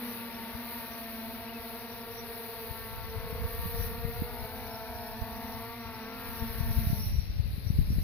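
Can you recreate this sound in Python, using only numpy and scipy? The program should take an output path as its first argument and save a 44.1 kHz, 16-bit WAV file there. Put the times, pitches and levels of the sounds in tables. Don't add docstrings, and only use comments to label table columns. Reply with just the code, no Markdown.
import sys
import numpy as np
from scipy import signal
from scipy.fft import rfft, irfft, next_fast_len
from scipy.io import wavfile
from scipy.ndimage import map_coordinates

SR = 44100
rng = np.random.default_rng(int(sys.argv[2]) if len(sys.argv) > 2 else 0)


def wrap_up_sound(samples):
    columns = np.atleast_2d(samples).T
    tamed = np.clip(columns, -1, 1)
    steps = np.round(tamed * 32767).astype(np.int16)
    wavfile.write(sys.argv[1], SR, steps)


N = 354123
HOVER_HZ = 230
STEP = 40
SLOW_TIME = np.arange(N // STEP + 2) * STEP / SR


def from_db(db):
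    return 10 ** (np.asarray(db) / 20)


def rms_one(x):
    return x / np.sqrt(np.mean(x ** 2) + 1e-20)


def in_time(rows):
    times, *columns = np.transpose(rows)
    return [np.interp(np.arange(N) / SR, times, column) for column in columns]


def filled(slow):
    return np.interp(np.arange(N) / STEP, np.arange(len(slow)), slow)


def drift(corner_hz):
    pole = np.exp(-2 * np.pi * STEP * corner_hz / SR)
    noise = rng.standard_normal(len(SLOW_TIME) + 2000)
    return rms_one(signal.lfilter([1], [1, -2 * pole, pole * pole], noise)[2000:])


def coloured(x, points, column=1):
    size, table = next_fast_len(N + 4096), np.array(points)
    log_hz = np.log(np.arange(size // 2 + 1) * SR / size + 1)
    gain = from_db(np.interp(log_hz, np.log(table[:, 0]), table[:, column]))
    return irfft(rfft(x, size) * gain, size)[..., :N]


def delayed(x, lag_s):
    return np.interp(np.arange(N) - lag_s * SR, np.arange(N), x)


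def resonance(x, hz, width_hz):
    r = np.exp(-np.pi * width_hz / SR)
    gain = (1 - r * r) / 2
    return signal.lfilter([gain, 0, -gain], [1, -2 * r * np.cos(2 * np.pi * hz / SR), r * r], x)


def glides(rows):
    out = np.zeros(N)
    for start_s, length_s, start_hz, end_hz, db in rows:
        n, at = round(length_s * SR), round(start_s * SR)
        phase = 2 * np.pi * np.cumsum(np.linspace(start_hz, end_hz, n)) / SR
        out[at:at + n] += from_db(db) * np.hanning(n) * np.sin(phase)
    return out


def blade_rates():
    # (time [s], blade rate [Hz])
    rotors = [
        [(0, 210), (.34, 195), (.7, 224), (.9, 218.5), (1.1, 225), (1.42, 219.5), (1.72, 218), (2.1, 200.5),
         (2.4, 214), (2.78, 215.5), (2.95, 221), (3.15, 221.5), (3.4, 214.5), (3.7, 229), (3.97, 232),
         (4.3, 230), (4.45, 231.5), (4.62, 228), (4.78, 224.5), (5.2, 235.5), (5.5, 235), (5.65, 228.5),
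         (5.82, 232), (6, 225.5), (6.23, 231), (6.6, 229), (7.03, 228)],
        [(0, 219.5), (.26, 228), (.52, 223.5), (.72, 228.5), (.86, 226.5), (1, 228.5), (1.25, 222),
         (1.45, 226.5), (1.65, 225), (2.2, 228.5), (2.6, 226), (3.08, 224.5), (3.27, 220.5), (3.45, 225),
         (3.65, 230.5), (3.9, 224.5), (4.12, 230), (4.36, 212.5), (4.62, 228), (5.04, 214.5), (5.26, 225),
         (5.52, 226), (5.76, 231), (5.98, 222), (6.25, 232), (6.55, 221.5), (6.9, 229), (7.03, 227)],
        [(0, 241), (.4, 228.5), (.66, 237), (.9, 230.5), (1.2, 226), (1.5, 230.5), (2.1, 233), (2.5, 232),
         (2.75, 226.5), (3.14, 226.5), (3.37, 234.5), (3.55, 228), (3.72, 231), (3.95, 234), (4.1, 233),
         (4.27, 238.5), (4.63, 213.5), (5, 234.5), (5.25, 241), (5.53, 252), (5.83, 238.5), (6.21, 254.5),
         (6.5, 233), (6.7, 237.5), (6.9, 229), (7.03, 230)],
        [(0, 232), (.42, 243), (.62, 242), (.84, 247.5), (1.25, 247.5), (1.6, 241.5), (1.9, 244.5), (2.2, 241),
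         (2.7, 245.5), (3, 246), (3.27, 252), (3.62, 244.5), (3.85, 246.5), (4.17, 240), (4.53, 250),
         (4.75, 247), (5, 234), (5.39, 213), (5.73, 229), (6.17, 213), (6.42, 228), (6.8, 226), (6.9, 209),
         (6.97, 206), (7.03, 205)],
    ]
    # (time [s], share of flying speed [ratio])
    throttle = [(6.94, 1), (7.03, .97), (7.07, .91), (7.14, .88), (7.3, .72), (7.5, .652), (7.78, .665),
                (8.03, .715)]
    rates = []
    for times, hz in map(np.transpose, rotors):
        position = np.interp(SLOW_TIME, times, np.arange(len(times)))
        swing_hz = map_coordinates(hz, [position], order=3, mode="nearest")
        rates.append(filled(swing_hz) * in_time(throttle)[0])
    return rates


def blade_angles(wobble_hz):
    return [2 * np.pi * (np.cumsum(hz + wobble_hz * filled(drift(11.14))) / SR + rng.random())
            for hz in blade_rates()]


def rotor_hum(angles, flutter_db, rough_db):
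    # (multiple of the blade rate [ratio], level [dB])
    partials = [(.5, -17), (1, -2.8), (2, -2.5), (3, -6), (4, -4.5), (5, -9.5), (6, -11), (7, -12.5),
                (8, -11.5), (9, -15.5), (10, -18), (11, -23)]
    # (time [s], level of rotor 1, 2, 3, 4 [dB])
    shading = [(.4, -11.5, -3.5, -3.5, -13), (.9, -9.5, -4.5, -5, -14.5), (1.8, -14.5, -7.5, -7, -13.5),
               (2.6, -15.5, -6, -8.5, -15.5), (3.6, -11, -6, -5.5, -12), (4.3, -12.5, -6.5, -6.5, -10),
               (5.3, -10, -4, -11, -8.5), (6.4, -7.5, -1.5, -8, -6), (7.02, -5.5, -5.5, -14, -6),
               (7.07, -11.5, -12.5, -3, -1), (7.4, -18, -8, -13, -2)]
    # (time [s], gain of harmonic 1, 2, 3 [dB])
    low_harmonics = [(0, 6, -0.5, -4), (.8, 0.5, -4, 0), (1.3, 5, -2.5, 4.5), (2.2, -2, 3, 0.5),
                     (3, -8, 2.5, 1), (3.8, -4.5, 2.5, -3.5), (4.6, -3.5, 0, 1.5), (5.5, 0.5, -1, 3),
                     (6.3, -2.5, -7, -4), (6.9, 6.5, -3.5, 2.5)]
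    fundamentals = [1.5, -6, 2.5, 3]
    swells = dict(zip((1, 2, 3), from_db(in_time(low_harmonics))))
    out = 0
    for angle, rotor_db, hz, first_db in zip(angles, in_time(shading), blade_rates(), fundamentals):
        tones = 0
        for multiple, db in partials:
            level_db = db + first_db * (multiple == 1) + flutter_db * drift(4.9) + rough_db * drift(25)
            amplitude = swells.get(multiple, 1) * filled(from_db(level_db))
            tones += amplitude * np.sin(multiple * angle + 2 * np.pi * rng.random())
        speed_db = 10 * np.log2(hz / HOVER_HZ)
        out += from_db(rotor_db + speed_db) * tones
    return out


def blade_noise(angles, spectrum, blade_depth, turn_depth, coherence):
    swells = np.array([np.exp(blade_depth * np.cos(a) + turn_depth * np.cos(a / 2)) for a in angles])
    envelope = np.sqrt(np.sum(swells ** 2, axis=0))
    shared, left, right = rng.standard_normal((3, N))
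    noise = np.sqrt(coherence) * shared + np.sqrt(1 - coherence) * np.array([left, right])
    return rms_one(coloured(envelope * noise, spectrum))


def ground_echo(direct):
    # (time [s], lag [ms], strength [ratio])
    reflection = [(0, 3.48, .3), (1, 3.22, 0.34), (2, 2.76, 0.06), (2.9, 2.08, 0.06), (3.4, 1.78, 0.22),
                  (4.3, 1.385, 0.3), (5.1, 1.16, 0.49), (5.5, 0.98, 0.29), (6.1, 0.72, 0.12),
                  (6.7, 0.47, 0.1), (7, 0.35, 0.4), (8.03, 0.46, 1)]
    lag_ms, strength = in_time(reflection)
    dull = signal.sosfilt(signal.butter(1, 3500, fs=SR, output="sos"), direct)
    return strength * np.array([delayed(side, lag_ms / 1000) for side in dull])


def motor_whine(angles, flicker_db, bearing_noise):
    # (frequency [Hz], bandwidth of each filter stage [Hz], level [dB])
    modes = [(5415, 100, 0), (5715, 120, 0)]
    # (time [s], rise [dB])
    flares = [(.12, 6), (.56, 6), (.97, 5), (1.24, 5), (1.95, 5), (2.19, 10), (3.1, 7), (3.46, 7),
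              (3.8, 11)]
    pulses = rms_one(sum(np.sin(45.5 * a) / (np.sin(a / 2) + 1e-9) for a in angles))
    force = pulses + bearing_noise * rng.standard_normal(N)
    rings = []
    for hz, width_hz, db in modes:
        ring = rms_one(resonance(resonance(force, hz, width_hz), hz, width_hz))
        rings.append(filled(from_db(db + flicker_db * drift(7.4))) * ring)
    lower, upper = rings
    flare_db = sum(db * np.exp(-((SLOW_TIME - at_s) / 0.048) ** 2 / 2) for at_s, db in flares)
    return lower + from_db(filled(flare_db)) * upper


def tip_hiss(angles, split_hz):
    # (frequency [Hz], relative spectral density [dB])
    spectrum = [(3000, -16), (6000, -19.5), (10000, -1.5), (13000, -10.5), (16000, -15.5)]
    # (time [s], level [dB])
    beam = [(0, -43.5), (.13, -41), (.2, -44.5), (.55, -46), (.72, -40.5), (.87, -42.5), (1.22, -44),
            (1.55, -48.5), (1.68, -42.5), (1.82, -46.5), (2.2, -47), (2.33, -43), (2.64, -43.5),
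            (2.78, -45), (3.4, -48), (3.52, -41.5), (3.8, -39.5), (3.95, -44.5), (4.02, -46.5), (4.25, -45),
            (5.15, -47.5), (5.57, -46), (5.8, -49.5), (6.1, -51), (6.2, -44), (6.99, -40), (7.14, -48),
            (7.3, -59.5), (7.58, -51.5), (8.03, -49)]
    hiss = blade_noise(angles, spectrum, blade_depth=0.44, turn_depth=0.17, coherence=0.47)
    top = signal.sosfilt(signal.butter(2, split_hz, "high", fs=SR, output="sos"), hiss)
    speed = np.mean(blade_rates(), axis=0) / HOVER_HZ
    level_db = in_time(beam)[0] + filled(drift(7.3))
    return from_db(level_db) * (hiss + 2.5 * speed ** 8.5 * top)


def drone():
    # (time [s], hum [dB], blade noise [dB], whine [dB])
    flight = [(0, -43.5, -46, -63), (2, -40.5, -49.5, -62.5), (4, -39.5, -50.5, -63.5), (5, -40, -53, -60),
              (6, -41, -49.5, -60.5), (6.5, -41, -47.5, -56.5), (6.85, -45, -49.5, -54),
              (6.99, -44.5, -58, -52), (7.05, -54.5, -55, -53), (7.3, -60, -59, -58), (7.55, -52, -60, -67),
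              (8.03, -52, -60, -62)]
    # (frequency [Hz], relative spectral density [dB])
    spectrum = [(150, -44.5), (400, -0.5), (1000, -3.5), (2000, 0), (3500, -6.5), (6000, -56),
                (9000, -18.5)]
    hum_gain, swish_gain, whine_gain = from_db(in_time(flight))
    angles = blade_angles(wobble_hz=0.35)
    hum = hum_gain * rotor_hum(angles, flutter_db=1.8, rough_db=0.9)
    swish = swish_gain * blade_noise(angles, spectrum, blade_depth=0.42, turn_depth=0.084, coherence=0.67)
    motors = whine_gain * motor_whine(angles, flicker_db=3, bearing_noise=2.3) + motor_slides(flicker_db=3)
    left, right = hum + swish + ground_echo(hum + swish) + tip_hiss(angles, split_hz=15400) + motors
    return np.array([left, delayed(right, lag_s=7.7e-5)])


def distant_hiss(level_db):
    # (frequency [Hz], relative spectral density [dB])
    spectrum = [(150, 9), (1300, 1), (2500, 1), (5000, -2), (10000, -40.5), (16000, -15)]
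    return from_db(level_db) * rms_one(coloured(rng.standard_normal((2, N)), spectrum))


def wind(gust_db, lee_db):
    # (time [s], level [dB])
    strength = [(0, -56.5), (1.1, -52.5), (2.4, -56.5), (2.9, -44.5), (3.4, -35), (4.05, -36), (4.3, -40.5),
                (4.8, -47.5), (5.3, -44.5), (6.1, -54), (6.4, -40.5), (6.85, -28), (7.2, -33), (7.6, -33.5),
                (7.8, -25.5), (8.03, -29.5)]
    # (frequency [Hz], relative spectral density [dB])
    spectrum = [(15, -10), (33, 5), (55, 5.5), (85, 7), (130, -3.5), (200, -10.5), (320, -30), (600, -64),
                (1500, -98.5)]
    # (time [s], level [dB], frequency [Hz], side [0 left, 1 right])
    buffets = [(0.552, -31, 79.6, 0), (2.713, -28.5, 96, 0), (3.329, -27, 131, 0), (3.659, -25, 140, 1),
               (4.052, -20, 103, 0), (4.222, -19.5, 181, 1), (5.221, -23.5, 68.6, 1), (6.425, -22.5, 79, 0),
               (6.609, -18.5, 101, 0), (6.637, -23, 61.7, 0), (6.707, -23, 83, 0), (6.788, -16, 99, 0),
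               (6.871, -19, 99, 1), (6.904, -16.5, 113, 1), (6.932, -15.5, 135, 0), (7.188, -15, 70.5, 0),
               (7.4, -19, 89, 0), (7.582, -22.5, 121, 0), (7.705, -14.5, 119, 0), (7.79, -10.5, 120, 0),
               (7.811, -19, 76.6, 1), (7.905, -22.5, 172, 0), (7.929, -20, 126, 0), (7.985, -18, 140, 0)]
    gusts = np.array([from_db(in_time(strength)[0] + side_db + gust_db * filled(np.tanh(drift(18))))
                      for side_db in (0, lee_db)])
    noise = rng.standard_normal((2, N))
    out = coloured(gusts * noise, spectrum) / np.std(coloured(noise, spectrum))
    for crest_s, db, hz, side in buffets:
        t = np.arange(-1.8 / hz, 2.4 / hz, 1 / SR)
        swing = np.exp(-(2 * hz * t) ** 2) * np.cos(2 * np.pi * hz * t - 0.6)
        crest = 0.57 * np.exp(-(6.6 * hz * t) ** 2)
        at = round((crest_s + t[0]) * SR)
        out[round(side), at:at + len(t)] += from_db(db) * (swing + crest)[:N - at]
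    return out


def bird():
    # (time [s], duration [s], start frequency [Hz], end frequency [Hz], level [dB])
    notes = [(1.47, 0.019, 2520, 2560, -49), (1.487, .02, 2700, 3040, -44),
             (1.528, 0.058, 2680, 2510, -47.5)]
    return glides(notes)


def motor_slides(flicker_db):
    # (time [s], duration [s], start frequency [Hz], end frequency [Hz], level [dB])
    whistles = [(6.88, .15, 5830, 5700, -46), (6.96, .17, 5740, 5600, -46.5), (7.05, .22, 5640, 5580, -48),
                (7.21, .07, 5460, 5440, -50), (7.62, .14, 5570, 5730, -52), (7.83, .14, 5400, 5600, -50)]
    return glides(whistles) * filled(from_db(flicker_db * drift(30)))


def scene():
    # (frequency [Hz], left gain [dB], right gain [dB])
    tone_colour = [(100, 1.5, 2.5), (1640, -2.5, -4.5), (2600, 2, -5.5), (3270, -2, -7.5), (3990, 10, -8),
                   (4765, 7, -1.5), (5420, -7.5, -1), (6400, -44, -4), (7880, -77, -56), (8100, -63, -87),
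                   (8996, -14, -33), (9750, -8, -23), (11060, 4, -4.5), (12850, 6, 7.5), (14550, -1.5, 9.5),
                   (16100, -5, 15.5)]
    airborne = drone() + distant_hiss(level_db=-52.5) + bird()
    heard = np.array([coloured(airborne[side], tone_colour, column=side + 1) for side in range(2)])
    return heard + wind(gust_db=6.5, lee_db=-3)


def record(dry):
    lighter = signal.sosfilt(signal.butter(1, 25, "high", fs=SR, output="sos"), dry)
    return signal.sosfilt(signal.cheby2(22, 70, 15900, fs=SR, output="sos"), lighter)


dry = scene()
out = record(dry)
wrap_up_sound(out)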